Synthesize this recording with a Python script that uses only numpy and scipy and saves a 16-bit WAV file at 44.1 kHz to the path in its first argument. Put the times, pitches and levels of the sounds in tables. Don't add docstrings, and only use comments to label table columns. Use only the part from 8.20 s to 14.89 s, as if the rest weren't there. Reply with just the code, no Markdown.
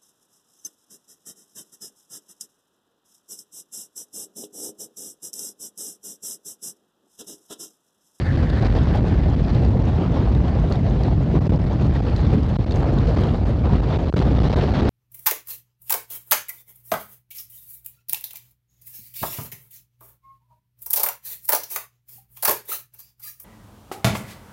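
import sys
import numpy as np
from scipy import signal
from scipy.fft import rfft, irfft, next_fast_len
from scipy.io import wavfile
from scipy.ndimage import uniform_filter1d, map_coordinates

SR = 44100
rng = np.random.default_rng(int(sys.argv[2]) if len(sys.argv) > 2 else 0)


def transcribe(signal):
    frames = np.atleast_2d(signal).T
    limited = np.clip(frames, -1, 1)
    pcm = np.round(limited * 32767).astype(np.int16)
    wavfile.write(sys.argv[1], SR, pcm)


N = 295161

RAIL = 0.4


def amp(db):
    return 10 ** (np.asarray(db) / 20)


def unit(x):
    return x / np.sqrt(np.mean(x ** 2) + 1e-20)


def wobble(rate):
    knots = rng.standard_normal(int(N * rate / SR) + 4)
    return map_coordinates(knots, [np.arange(N) * rate / SR])


def filtered(x, response):
    m = next_fast_len(N + SR // 2)
    hz = np.fft.rfftfreq(m, 1 / SR)
    return irfft(rfft(x, m) * response(hz), m)[..., :N]


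def rush(spectrum, patchy_db, lumps_db):
    z = signal.stft(rng.standard_normal(N), nperseg=512)[2]
    field = uniform_filter1d(rng.standard_normal(z.shape), 6, 0)
    field = uniform_filter1d(field, 8, 1)
    noise = signal.istft(z * amp(patchy_db * unit(field)), nperseg=512)[1][:N]
    f, db = np.transpose(spectrum)

    def response(hz):
        return amp(np.interp(np.log(hz + 1), np.log(f), db, left=-120))

    return unit(amp(lumps_db) * filtered(noise, response))


def controls():
    # (time [s], buffeting [dB], eddies [dB], upper band [dB])
    calm = [(0, -14, -30.5, -44.5), (.25, -13.5, -29, -47), (.65, -13, -25.5, -41.5),
            (.85, -13.5, -27, -48), (1.3, -14, -29, -46.5), (1.6, -13.5, -26.5, -49),
            (1.9, -14.5, -28, -52.5), (2.4, -13.5, -27, -49), (2.75, -14, -28.5, -46.5),
            (3.07, -14, -29, -55), (3.45, -14, -28.5, -52), (3.95, -13, -27, -44.5),
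            (4.38, -15, -30.5, -47.5), (4.7, -13, -24, -49.5), (5.0, -15, -28.5, -46.5),
            (5.36, -14.5, -30, -51.5), (5.65, -15.5, -29, -49), (6.1, -12.5, -25.5, -41),
            (6.69, -13.5, -21, -38)]
    # (time [s], lift of the rush [dB], lift of the fine spray [dB], half length to 1/e [ms])
    gusts = [(.2, 2, -1, 60), (.44, 7.5, 10, 37), (0.561, 3, 5, 32), (.76, 1.5, 10, 35), (.94, 4, 3, 36),
             (1.22, 2, 1, 30), (1.551, 1.5, 1, 35), (1.68, 1.5, 6, 30), (1.82, 3, 4, 37), (1.982, 6, 6, 63),
             (2.259, 1.5, 1, 45), (2.446, 2.5, -3, 10), (2.52, 2, 13, 28), (2.87, 5, 1, 30),
             (3.015, 2.5, 4, 13), (3.16, 11, 19, 16.4), (3.3, 7.5, 22, 8.8), (3.335, 5, 6, 21),
             (3.475, 5, 5, 12), (3.53, 1, 3, 21), (3.62, 4.5, 9, 16), (3.66, 3, 7, 14),
             (3.763, 9.5, 14, 15), (3.98, -0.5, 9, 36), (4.143, 8, 15, 35), (4.3, 2, 12, 33),
             (4.58, 6, 18, 48), (4.73, 0.5, 9, 14), (4.891, 3, 4, 24), (5.0, 5.5, 15, 123),
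             (5.29, 5.5, 12, 29), (5.454, 6.5, -1, 14), (5.549, 6.5, 4, 49), (5.73, 4, 5, 77),
             (5.941, 2, 11, 10), (5.97, 5.5, 3, 10), (5.984, 4.5, 12, 60), (6.239, 3.5, 9, 19),
             (6.305, 3, 6, 9.3), (6.335, 3.5, -1, 12), (6.385, 4.5, 10, 40), (6.49, -3.5, 8, 14),
             (6.56, 1.5, 5, 25), (6.625, 2.5, 2, 8.5)]
    t = np.arange(N) / SR
    s, *levels = np.transpose(calm)
    lifts_db = 0
    for at, *db, ms in gusts:
        bell = np.exp(-((t - at) / (max(ms, 5) / 1000)) ** 2)
        lifts_db = lifts_db + np.outer(db, bell)
    return *(np.interp(t, s, c) for c in levels), *lifts_db


def gale():
    # (frequency [Hz], density [dB per Hz])
    buffet_spectrum = [(15, -23), (30, -6), (45, 5.5), (80, -0.5), (150, -5), (300, -20.5), (600, -67.5)]
    eddies_spectrum = [(100, -6.5), (250, 0.5), (400, -2.5), (550, -6.5), (750, -9), (1000, -16),
                       (1500, -25), (3000, -33), (8000, -47.5), (15000, -64.5)]
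    upper_spectrum = [(600, -27), (1100, 7.5), (1750, 2.5), (2300, -1.5), (3300, -2), (4300, -2),
                      (5200, -9), (7000, -20.5), (10000, -30), (15000, -35)]
    buffet_sway_db = 2
    buffet_lift, upper_lift = 0.35, 1.03
    stiffness = .55

    buffet_db, eddies_db, upper_db, lift_db, _ = controls()
    slow, quick = wobble(16), wobble(60)

    buffet_lumps_db = 1.6 * wobble(24) + buffet_sway_db * wobble(9)
    buffet = rush(buffet_spectrum, patchy_db=1.0, lumps_db=buffet_lumps_db)
    buffet = unit(np.tanh(stiffness * buffet))

    eddies_lumps_db = 0.5 * slow + 1.28 * quick + 1.3 * wobble(200)
    eddies = rush(eddies_spectrum, patchy_db=2.0, lumps_db=eddies_lumps_db)

    upper_lumps_db = 1.0 * slow + 1.7 * quick + 3.04 * wobble(300)
    upper = rush(upper_spectrum, patchy_db=2.0, lumps_db=upper_lumps_db)

    buffet = amp(buffet_db - .5 + buffet_lift * lift_db) * buffet
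    eddies = amp(eddies_db + lift_db) * eddies
    upper = amp(upper_db + upper_lift * lift_db) * upper
    return buffet + eddies + upper


def surges(sound):
    # (time [s], length [ms], side [+1 upper rail, -1 lower rail])
    stalls = [(0.1651, 5.0, -1), (0.4037, 2.5, -1), (0.4432, 3.0, 1), (0.4754, 4.5, 1), (0.4935, 3.0, -1),
              (0.5448, 4.0, 1), (0.798, 7.0, 1), (0.8202, 3.0, -1), (0.8331, 4.5, 1), (0.8404, 3.0, 1),
              (0.8452, 3.5, 1), (1.1539, 7.0, 1), (1.4991, 4.5, -1), (1.5834, 5.0, -1), (1.6283, 4.5, 1),
              (1.9008, 3.5, 1), (2.1092, 5.5, -1), (3.1836, 3.5, -1), (3.1912, 14.5, 1), (3.2705, 2.5, 1),
              (3.278, 15.5, 1), (3.3105, 9.5, -1), (3.3803, 8.0, -1), (3.4019, 3.0, 1), (3.4445, 3.0, 1),
              (3.4537, 6.0, -1), (3.4891, 5.5, 1), (3.5543, 3.0, -1), (3.561, 2.5, -1), (3.6745, 3.0, -1),
              (3.7136, 5.5, 1), (3.7974, 4.5, 1), (3.8083, 5.5, 1), (3.8143, 5.0, 1), (3.8445, 3.5, -1),
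              (4.1595, 4.5, -1), (4.2785, 4.0, -1), (4.326, 3.0, 1), (4.3676, 19.5, 1), (4.3946, 3.0, -1),
              (4.4474, 14.0, -1), (4.4868, 5.0, 1), (4.4988, 5.0, 1), (4.535, 4.0, -1), (4.5445, 2.5, -1),
              (4.5765, 2.5, 1), (4.6196, 3.5, 1), (4.6341, 3.5, 1), (4.6486, 5.5, 1), (4.7124, 4.0, -1),
              (4.741, 2.5, 1), (4.791, 2.5, 1), (4.8635, 3.0, -1), (4.913, 2.5, -1), (4.956, 4.5, 1),
              (4.9805, 2.5, 1), (4.9945, 2.5, 1), (5.012, 2.5, 1), (5.029, 2.5, -1), (5.079, 2.5, 1),
              (5.2436, 8.5, -1), (5.3382, 2.5, 1), (5.3547, 3.0, -1), (5.3808, 4.0, 1), (5.4142, 4.0, 1),
              (5.5931, 2.5, 1), (5.6063, 11.5, 1), (5.7764, 11.0, 1), (5.8482, 5.0, -1), (5.8727, 5.0, -1),
              (5.9001, 25.75, -1), (5.927, 11.2, -1), (5.9436, 18.2, -1), (5.9855, 3.5, 1),
              (5.9975, 2.5, 1), (6.003, 2.5, 1), (6.1246, 3.5, -1), (6.1361, 4.0, -1), (6.1461, 2.5, 1),
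              (6.1775, 6.0, 1), (6.1934, 7.5, 1), (6.2244, 5.0, 1), (6.2696, 2.5, 1), (6.2877, 8.0, 1),
              (6.3108, 5.5, 1), (6.3197, 6.5, 1), (6.3468, 11.5, 1), (6.403, 2.5, 1), (6.4675, 4.5, 1),
              (6.4799, 3.0, 1), (6.5023, 2.5, -1), (6.5102, 5.0, 1), (6.5297, 5.5, 1), (6.6095, 6.5, -1)]
    longest_lean_ms = 30
    t, lean, pin = np.arange(N) / SR, np.zeros(N), np.zeros(N)
    for s, ms, side in stalls:
        near = slice(max(round((s - .04) * SR), 0), round((s + .07) * SR))
        away = np.maximum(s - t[near], t[near] - s - ms / 1000)
        approach = np.clip(away * 1000 / min(longest_lean_ms, 4 * ms), 0, 1)
        lean[near] += side * np.cos(np.pi / 2 * approach) ** 2
        grip = np.clip(.75 - away / .0018, 0, 1)
        pin[near] = np.where(grip > np.abs(pin[near]), side * grip, pin[near])
    lean = uniform_filter1d(np.clip(lean, -1, 1), SR // 150)
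    sway = RAIL * (.25 * lean + (1 - np.abs(lean)) * .1 * wobble(60))
    bass = uniform_filter1d(sound, SR // 600)
    treble = sound - bass
    leaning_bass = (1 - .3 * np.abs(lean)) * bass + sway
    return treble + (1 - np.abs(pin)) * leaning_bass + 1.5 * RAIL * pin


def pitched_swells():
    # (time of crest [s], envelope peak [dB], pitch [Hz], fade to 1/e [cycles])
    swells = [(0.434, -19.5, 750, 5.6), (0.436, -10, 170, 1.4), (0.727, -15.5, 160, 1.5),
              (0.809, -26, 735, 2), (1.556, -15.5, 490, 2), (1.79, -12, 150, 1.6), (2.44, -19.5, 610, 2.3),
              (2.448, -13.5, 149, 1.7), (2.516, -18, 555, 2), (2.883, -19, 800, 1.9),
              (3.007, -19, 600, 1.3), (3.143, -14, 387, 2.4), (3.157, -14, 295, 2.5), (3.166, -9, 148, 2.5),
              (3.298, -24, 710, 2.3), (3.35, -13, 170, 1.2), (3.763, -35, 1900, 6.7),
              (3.774, -10.5, 138, 2.7), (3.805, -20, 650, 1.2), (4.128, -13, 450, 1.2),
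              (4.15, -6, 190, 1.1), (4.172, -10.5, 198, 1.8), (4.59, -12.5, 140, 2.1),
              (4.725, -19.5, 650, 2), (4.885, -17.5, 480, 2.2), (5.296, -24, 590, 4.9),
              (5.445, -21, 666, 2), (5.475, -18, 482, 2), (5.771, -25, 510, 1.8), (5.9405, -15, 130, 0.61),
              (5.9406, -16, 400, 1.8), (5.973, -9.5, 150, 0.83), (5.994, -5, 140, 0.86),
              (5.9405, -27, 1390, 3.6), (6.302, -18.5, 480, 2), (6.335, -18, 650, 1.8),
              (6.484, -21, 820, 2), (6.619, -19, 480, 1.5)]
    rise_share = 0.49
    lead = SR // 20
    out, filled, t = np.zeros(N + SR), np.zeros(N + SR), np.arange(-lead, lead) / SR
    for s, db, hz, cycles in swells:
        drift = np.cumsum(uniform_filter1d(rng.standard_normal(len(t)), size=60)) * .03
        side = np.where(t < 0, rise_share, 1)
        shape = amp(db) * np.exp(-(t * hz / cycles / side) ** 2)
        start = round(s * SR) - lead
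        out[start:][:len(t)] += shape * np.sin(2 * np.pi * hz * t + drift)
        filled[start:][:len(t)] += shape / RAIL
    return out[:N], np.clip(filled[:N], 0, 1)


def pour():
    # (frequency [Hz], density [dB per Hz])
    sheet = [(1150, -27.5), (1450, -3), (1750, 0), (2100, -7), (2600, -28.5)]
    full_db, drain_db_per_s = -42, 6
    break_s, break_db = .47, 3.5
    late = np.arange(N) / SR - break_s
    torn_db = break_db * np.clip(late / .03, 0, 1)
    level_db = full_db - torn_db - drain_db_per_s * np.maximum(late, 0)
    return amp(level_db) * rush(sheet, patchy_db=1.5, lumps_db=1.5 * wobble(25))


def fizz():
    # (frequency [Hz], density [dB per Hz])
    mist = [(4000, -30.5), (6500, -7.5), (9000, -7.5), (12000, -2), (13500, -1.5), (14800, -17)]
    mean_db, growth = -62.5, 0.61
    *_, upper_db, _, lift_db = controls()
    spit_lumps_db = 1.5 * wobble(14) + 1.5 * wobble(30) + 5 * wobble(400)
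    spits = rush(mist, patchy_db=.8, lumps_db=spit_lumps_db)
    return amp(mean_db + growth * (upper_db - upper_db.mean()) + lift_db) * spits


def spray():
    # (time [s], level before a common 4.5 dB lift [dB], pitch [Hz])
    drops = [(0.2992, -31.5, 3740), (0.7731, -33, 3340), (1.2244, -36, 4380), (1.348, -33, 3730),
             (2.149, -35, 3720), (2.5227, -29, 4420), (2.5561, -35, 3620), (2.835, -33.5, 4570),
             (3.268, -37, 2800), (3.361, -43, 5030), (3.439, -49, 7800), (3.531, -42, 6260),
             (3.614, -42, 6800), (3.67, -45, 7000), (3.738, -45, 7300), (3.9629, -31, 4200),
             (4.223, -43, 6500), (4.232, -39, 4700), (4.5096, -32, 3700), (4.521, -31, 4370),
             (4.559, -34, 6500), (4.871, -40, 4300), (4.7855, -32, 3780), (5.0365, -32, 3130),
             (5.991, -37, 3500), (5.991, -36, 4600)]
    out, t = np.zeros(N + SR), np.arange(SR // 50) / SR
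    faint = rng.uniform([0, -52, 3000], [N / SR, -42, 7500], size=(90, 3))
    for s, db, hz in [*drops, *faint]:
        ring = amp(-60 * t / .009) * np.sin(2 * np.pi * hz * t)
        grain = uniform_filter1d(rng.standard_normal(len(t)), size=3)
        splat = 0.6 * amp(-60 * t / 0.024) * grain
        onset = 1 - np.exp(-t / 0.0001)
        out[round(s * SR):][:len(t)] += amp(db + 4.5) * onset * (ring + splat)
    return out[:N]


def scene():
    replaced = 0.33
    swells, filled = pitched_swells()
    wind = (1 - replaced * filled) * gale()
    return surges(wind + swells + pour() + fizz() + spray())[None]


def record(dry):
    hiss = amp(-63.0) * np.diff(rng.standard_normal(N + 1))
    held = np.clip(dry, -RAIL, RAIL) + hiss
    cut = signal.sosfilt(signal.butter(5, 53, "high", fs=SR, output="sos"), held)

    def phase_lag(hz):
        return (4080 ** 2 - hz ** 2 - 1j * hz * 130) / (4080 ** 2 - hz ** 2 + 1j * hz * 130)

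    def dull_top(hz):
        return 1 / (1 - (hz / 5200) ** 2 + 1j * hz / 5200 / 1.16) / (1 + 1j * hz / 6000)

    voiced = filtered(cut, lambda hz: phase_lag(hz) * dull_top(hz))
    loudness = np.sqrt(np.abs(uniform_filter1d(voiced ** 2, SR // 25)))
    even = voiced / (1 + (loudness / 0.1) ** 2) ** 0.12 * amp(1.0)
    band_limit = signal.ellip(14, .5, 85, 14550, fs=SR, output="sos")
    return signal.sosfilt(band_limit, even)


dry = scene()
out = record(dry)
transcribe(out)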